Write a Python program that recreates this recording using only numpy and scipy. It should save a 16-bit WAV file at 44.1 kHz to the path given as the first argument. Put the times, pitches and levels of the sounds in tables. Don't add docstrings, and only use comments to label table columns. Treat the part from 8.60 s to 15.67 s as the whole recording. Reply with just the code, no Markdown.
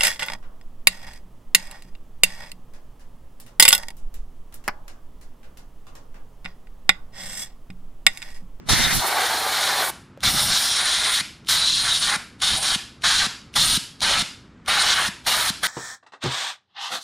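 import sys
import numpy as np
from scipy import signal
from scipy.fft import rfft, irfft, next_fast_len
from scipy.io import wavfile

SR = 44100
rng = np.random.default_rng(int(sys.argv[2]) if len(sys.argv) > 2 else 0)


def dump(signal):
    limited = np.clip(np.atleast_2d(signal).T, -1, 1)
    pcm = np.round(limited * 32767).astype(np.int16)
    wavfile.write(sys.argv[1], SR, pcm)


N = 311787
TIME = np.arange(N) / SR
FREQS = np.maximum(np.arange(N // 2 + 1) * SR / N, 1)

# open_s, shut_s, hiss_db, roar_db, hollow_db, sizzle_db, spray_db, wind_db, tail_db, thump_db
BLASTS = [(0.093, 1.302, -26, -26.5, -28.5, -35.5, -34.5, -59, 7.5, -55),
          (1.635, 2.61, -22.5, -29, -39.5, -30, -59, -49, 10.5, -31),
          (2.889, 3.562, -22.5, -30.5, -43.5, -30.5, -62, -43.5, 10.5, -28),
          (3.821, 4.157, -22.5, -31, -41.5, -30.5, -51, -43, 13, -24),
          (4.441, 4.665, -22, -28.5, -43.5, -33.5, -61, -41.5, 13.5, -25),
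          (4.96, 5.172, -21.5, -32, -44.5, -29, -35, -36, 12.5, -19),
          (5.420, 5.621, -23, -31.5, -40.5, -34, -52, -40, 13, -24.5),
          (6.082, 6.485, -23.5, -24, -35.5, -34.5, -43, -43.5, 10, -25),
          (6.669, 6.901, -23.5, -27, -37, -32, -33, -45.5, 11.5, -22),
          (7.035, 7.2, -24.5, -27, -35.5, -31, -32.5, -44, 0, -40)]
OPENS, SHUTS, HISS_DB, ROAR_DB, HOLLOW_DB, SIZZLE_DB, SPRAY_DB, WIND_DB, TAIL_DB, THUMP_DB = (
    np.transpose(BLASTS))
BLAST_AT = np.searchsorted((SHUTS[:-1] + 4 * OPENS[1:]) / 5, TIME)


def valve(crack_s, leak_db, rise_s, shut_s, surge_db, surge_s):
    flow = np.zeros(N)
    for start, end in zip(OPENS, SHUTS):
        leak = from_db(leak_db) * np.clip((TIME - start + crack_s) / crack_s, 0, 1) ** 2
        opening = np.clip((TIME - start + rise_s) / rise_s, 0, 1) ** 2
        surge = 1 + (from_db(surge_db) - 1) * np.clip(1 - (TIME - start) / surge_s, 0, 1)
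        closing = np.clip(1 - (TIME - end) / shut_s, 0, 1) ** 2
        flow += np.maximum(leak, opening) * surge * closing
    return flow


# pitch_hz, width_hz, level_db
HISS = [(3430, 1100, 0.5), (4010, 1230, 4), (5430, 970, -3.5), (6640, 2460, -6.5)]
ROAR = [(1176, 127, 1), (1468, 1100, 0.5), (1980, 640, -3)]
HOLLOW = [(586, 625, -2.5), (840, 385, 4)]
SIZZLE = [(9260, 1500, 0)]
SPRAY = [(10500, 8100, 12), (13000, 2600, -13)]
# time_s, force_db, depth_db
SWEEPS = [
    [(.09, 6, -8), (.26, 0, -6), (.39, 1, -12), (.43, -4, 1.5), (.65, 0.5, -1.5), (.87, -4, 0.5),
     (1.0, 2, -4.5), (1.22, -1, 1), (1.3, -8, 5)],
    [(1.64, -2, 2.5), (1.8, 2, 2), (2.1, -1, -3.5), (2.23, 0, 4), (2.36, -0.5, -5), (2.47, .5, 3),
     (2.56, 0.5, -7.5)],
    [(2.89, -1, -2.5), (3.02, -2.5, 3.5), (3.12, -3, -10), (3.27, 1, 1.5), (3.35, 0, -6.5),
     (3.53, -0.5, 6.5)],
]
# middle_s, half_span_s, extra_depth_db
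CAVITIES = [(.58, 0.13, 4.5), (4.12, 0.18, 2), (4.45, .05, 8.5), (4.63, 0.054, 4.5), (4.974, 0.036, 11.5),
            (5.51, 0.17, 9.5), (6.315, 0.034, 2)]
# middle_s, half_span_s, dip_db
SLIPS = [(.30, 0.021, 6), (1.73, 0.063, 6.5), (1.85, 0.1, 8), (3.225, 0.038, 2), (3.40, 0.032, 7),
         (4.0, 0.053, 12), (6.35, 0.028, 8), (6.48, 0.14, 4.5)]
# middle_s, half_span_s, spray_db
SPLASHES = [(.355, 0.043, -28), (.475, 0.033, -31), (1.27, 0.15, -35.5), (1.72, 0.23, -30.5),
            (1.85, 0.13, -32.5), (2.01, 0.21, -32), (2.55, 0.1, -36), (2.92, .14, -30.5)]


def jet(puff_s, drying_db_per_s):
    age = np.maximum(TIME - OPENS[BLAST_AT], 0)
    force_db, depth_db = sum(in_time(sweep) * (BLAST_AT == k) for k, sweep in enumerate(SWEEPS))
    depth_db += swells(CAVITIES)
    impact_db = force_db - swells(SLIPS)
    puff_db = 2 * np.exp(-age / puff_s)
    hiss_db = HISS_DB[BLAST_AT] + impact_db - 0.12 * depth_db
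    roar_db = ROAR_DB[BLAST_AT] + impact_db + 0.66 * depth_db + puff_db
    hollow_db = HOLLOW_DB[BLAST_AT] + force_db + depth_db + puff_db
    air = turbulence(HISS, hiss_db, flutter_db=2.0, flutter_hz=10)
    air += turbulence(ROAR, roar_db, flutter_db=1.77, flutter_hz=23)
    air += turbulence(HOLLOW, hollow_db, flutter_db=2.24, flutter_hz=37)
    air += turbulence(SIZZLE, SIZZLE_DB[BLAST_AT] + force_db, flutter_db=1.5, flutter_hz=29)
    water = from_db(SPRAY_DB[BLAST_AT] - drying_db_per_s * age) + swells_db(SPLASHES)
    return air + water * stereo_noise(resonances(SPRAY), pan_db=-4.0)


def turbulence(modes, level_db, flutter_db, flutter_hz):
    return from_db(level_db + flutter_db * drift(flutter_hz)) * stereo_noise(resonances(modes))


# start_s, end_s, pitch_hz, width_hz, level_db
BREATHY_BANDS = [(0.087, 0.337, 1840, 850, -25.5), (0.226, 0.273, 3760, 500, -21),
                 (0.415, 0.454, 930, 240, -24.5), (.33, 1.25, 4300, 584, -41), (1.636, 1.7, 2210, 190, -30),
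                 (1.637, 1.70, 3750, 700, -23), (1.627, 2.2, 5360, 750, -30),
                 (2.185, 2.597, 3740, 500, -29.5), (2.3, 2.634, 2010, 400, -34),
                 (2.957, 3.217, 3970, 590, -24), (3.301, 3.367, 3730, 650, -22.5),
                 (3.53, 3.573, 840, 150, -35), (3.828, 3.957, 3580, 900, -27),
                 (4.114, 4.173, 3150, 500, -26.5), (4.438, 4.64, 1680, 704, -31),
                 (5.04, 5.166, 9070, 550, -27.5), (5.43, 5.44, 4220, 700, -17.5),
                 (5.462, 5.597, 2420, 166, -34), (5.453, 5.557, 3080, 400, -27.5),
                 (6.081, 6.467, 2980, 600, -30), (6.085, 6.2, 3750, 900, -28.5),
                 (6.208, 6.233, 8900, 600, -24.5), (6.656, 6.744, 2870, 300, -30.5)]


def breathy_bands(fade_s):
    out, white = np.zeros(N), rng.standard_normal(N)
    for start, end, hz, width, db in BREATHY_BANDS:
        on = slice(*np.searchsorted(TIME, [start - fade_s, end + fade_s]))
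        swell = np.clip(np.minimum(TIME[on] - start, end - TIME[on]) / fade_s + .5, 0, 1)
        b, a = signal.iirpeak(hz, hz / width, fs=SR)
        band = signal.lfilter(b, a, signal.lfilter(b, a, white[on]))
        out[on] += from_db(db) * swell * rms_one(band)
    return out


def thumps(hz, t60_s, gain_db, lag_s):
    out = np.zeros(N)
    for start, db in zip(SHUTS + lag_s, THUMP_DB):
        age = np.maximum(TIME - start + .5 / hz, 0)
        attack = np.minimum(2 * hz * age, 1)
        decay = from_db(db + gain_db - 60 * age / t60_s)
        out -= attack * decay * np.sin(2 * np.pi * hz * age)
    return out


# start_s, level_db
TICKS = [(1.606, -36.5), (2.848, -44), (2.871, -27), (3.803, -31), (4.421, -28.5), (4.940, -29),
         (5.406, -20), (6.061, -30), (6.651, -38)]
# pitch_hz, width_hz, level_db
TRIGGER_RING = [(2390, 500, -3), (3150, 1500, 5), (5640, 1200, -1), (9300, 2700, -10)]
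# start_s, level_db
KNOCKS = [(1.575, -39)]


def handling():
    ticks = bursts(TICKS, t60_s=0.01) * noise(resonances(TRIGGER_RING))
    knock = bursts(KNOCKS, t60_s=0.068) * noise(resonances([(512.0, 30, 0)]))
    return ticks + knock


# middle_s, half_span_s, level_db
GUSTS = [(.12, 0.045, -20), (.21, 0.25, -30), (.37, 0.072, -27), (1.68, 0.098, -31.5), (1.755, .05, -27.5),
         (1.87, 0.14, -36.5), (3.94, 0.053, -36.5)]
# frequency_hz, level_db
WIND_SPECTRUM = [(15, -5.5), (30, -1), (70, -4.5), (110, -4), (200, -6), (400, -21), (900, -35),
                 (3000, -55)]


def buffeting(flow, gain_db, lump_db, lump_hz):
    wind = flow * from_db(WIND_DB[BLAST_AT]) + swells_db(GUSTS)
    lumps = from_db(gain_db + lump_db * drift(lump_hz))
    rumble = stereo_noise(from_db(at_hz(WIND_SPECTRUM, FREQS)), side_db=6.0, pan_db=-7.5)
    return wind * lumps * rumble


def near_echoes(x, delays_s, echo_gain, sway, hand_hz):
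    out, samples = x.copy(), np.arange(N)
    for delay in delays_s:
        read_at = samples - SR * delay * (1 + sway * drift(hand_hz))
        out += echo_gain * np.array([np.interp(read_at, samples, channel) for channel in x])
    return out / np.sqrt(1 + len(delays_s) * echo_gain ** 2)


# frequency_hz, t60_s
TAIL_DECAY = [(200, 0.17), (1000, 0.28), (4000, 0.4), (9000, 0.29), (15000, 0.15)]
# frequency_hz, level_db
TAIL_COLOUR = [(200, -18), (900, -24.5), (1700, -21), (2600, -21.5), (3900, -24.5), (6000, -22),
               (9500, -24.5), (14000, -39)]


def garage_tail(gun, hold_s, side_db):
    out, edges_hz = np.zeros((2, N)), np.geomspace(100, 16000, 15)
    feed = from_db(TAIL_DB[BLAST_AT]) * gun.mean(axis=0)
    hold = np.exp(-1 / (SR * hold_s))
    white = rng.standard_normal((2, 2, N))
    for k, (low, high) in enumerate(zip(edges_hz, edges_hz[1:])):
        hz = np.sqrt(low * high)
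        band = signal.butter(3, [low, high], "band", fs=SR, output="sos")
        retain = from_db(-60 / (SR * at_hz(TAIL_DECAY, hz))) ** 2
        power = signal.sosfilt(band, feed + 1e-9 * white[0, 0]) ** 2
        held = signal.lfilter([1 - hold], [1, -hold], power)
        energy = signal.lfilter([1 - retain], [1, -retain], held)
        mid, side = rms_one(signal.sosfilt(band, white[k % 2]))
        diffuse = mid + from_db(side_db) * side * [[1], [-1]]
        out += from_db(at_hz(TAIL_COLOUR, hz)) * np.sqrt(energy) * diffuse
    return out


# frequency_hz, level_db
ROOM_TONE = [(25, -5.5), (60, 8), (130, 7.5), (260, 6.5), (450, -5.5), (700, -11.5), (1300, -7.5),
             (2400, -16), (4000, -24), (8000, -33.5), (15000, -65.5)]


def room_tone(gain_db):
    return from_db(gain_db) * stereo_noise(from_db(at_hz(ROOM_TONE, FREQS)), side_db=4)


def from_db(db):
    return 10 ** (np.asarray(db) / 20)


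def rms_one(x):
    return x / np.sqrt(np.mean(x ** 2) + 1e-20)


def in_time(rows):
    times, *columns = np.transpose(rows)
    return np.array([np.interp(TIME, times, column) for column in columns])


def at_hz(points, hz):
    frequencies, values = np.transpose(points)
    return np.interp(np.log(hz), np.log(frequencies), values)


def resonances(modes):
    gains = (from_db(db) / (1 + ((FREQS - hz * hz / FREQS) / width) ** 2) for hz, width, db in modes)
    return np.sqrt(sum(gain ** 2 for gain in gains))


def noise(gain):
    size = next_fast_len(N, real=True)
    shape = np.interp(np.arange(size // 2 + 1) * SR / size, FREQS, gain)
    return rms_one(irfft(rfft(rng.standard_normal(size)) * shape, size)[:N])


def stereo_noise(gain, side_db=-2, pan_db=0):
    sides = np.array([[1], [-1]])
    return (noise(gain) + from_db(side_db) * sides * noise(gain)) * from_db(sides * pan_db / 2)


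def drift(rate_hz):
    step = 16
    white = rng.standard_normal(next_fast_len(N // step + 2, real=True))
    hz = np.fft.rfftfreq(len(white), step / SR)
    slow = rms_one(irfft(rfft(white) / (1 + (hz / rate_hz) ** 2), len(white)))
    return np.interp(np.arange(N) / step, np.arange(len(slow)), slow)


def bursts(events, t60_s):
    return sum(from_db(db - 60 * np.maximum(TIME - s, 0) / t60_s) * (TIME >= s) for s, db in events)


def swells(events):
    out = np.zeros(N)
    for middle, half_span, height in events:
        on = slice(*np.searchsorted(TIME, [middle - half_span, middle + half_span]))
        out[on] += height * np.cos(np.pi / 2 * (TIME[on] - middle) / half_span) ** 4
    return out


def swells_db(events):
    return swells([(middle, half_span, from_db(db)) for middle, half_span, db in events])


def scene():
    flow = valve(crack_s=0.042, leak_db=-17, rise_s=0.011, shut_s=0.0066, surge_db=2.0, surge_s=0.048)
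    sputter = from_db(0.31 * drift(150))
    air = jet(puff_s=0.015, drying_db_per_s=0.5) + breathy_bands(fade_s=0.027)
    gun = flow * sputter * air + handling()
    heard = gun + garage_tail(gun, hold_s=0.024, side_db=1)
    heard = near_echoes(heard, [.0013, .0029, .0052, .0087], echo_gain=0.18, sway=0.0554, hand_hz=1.62)
    heard += thumps(hz=187, t60_s=0.028, gain_db=6.5, lag_s=0.0048)
    heard += buffeting(flow, gain_db=-3.5, lump_db=1.5, lump_hz=16)
    return heard + room_tone(gain_db=-49)


# time_s, side_db
WIDTH = [(0, -3.5), (.35, -1.5), (.5, -9.5), (.7, -17.5), (.92, -27), (7.07, -42.5)]
# frequency_hz, side_db
WIDTH_COLOUR = [(100, -1), (600, 2), (1400, -5), (2300, 1.5), (3600, -14), (5400, 6.5), (8000, 3),
                (11000, 5)]
WIDE_ABOVE_HZ, CUTOFF_HZ = 12000, 15350


def record(dry):
    mid, side = (dry[0] + dry[1]) / 2, (dry[0] - dry[1]) / 2
    width_db, = in_time(WIDTH)
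    spectrum = rfft(side)
    treble = 1 / (1 + (WIDE_ABOVE_HZ / FREQS) ** 20)
    lower_side = irfft(spectrum * (1 - treble) * from_db(at_hz(WIDTH_COLOUR, FREQS)), N)
    side = irfft(spectrum * treble, N) + from_db(width_db) * lower_side
    lowpass = signal.ellip(10, .1, 80, CUTOFF_HZ, fs=SR, output="sos")
    return signal.sosfilt(lowpass, [mid + side, mid - side])


dry = scene()
out = record(dry)
dump(out)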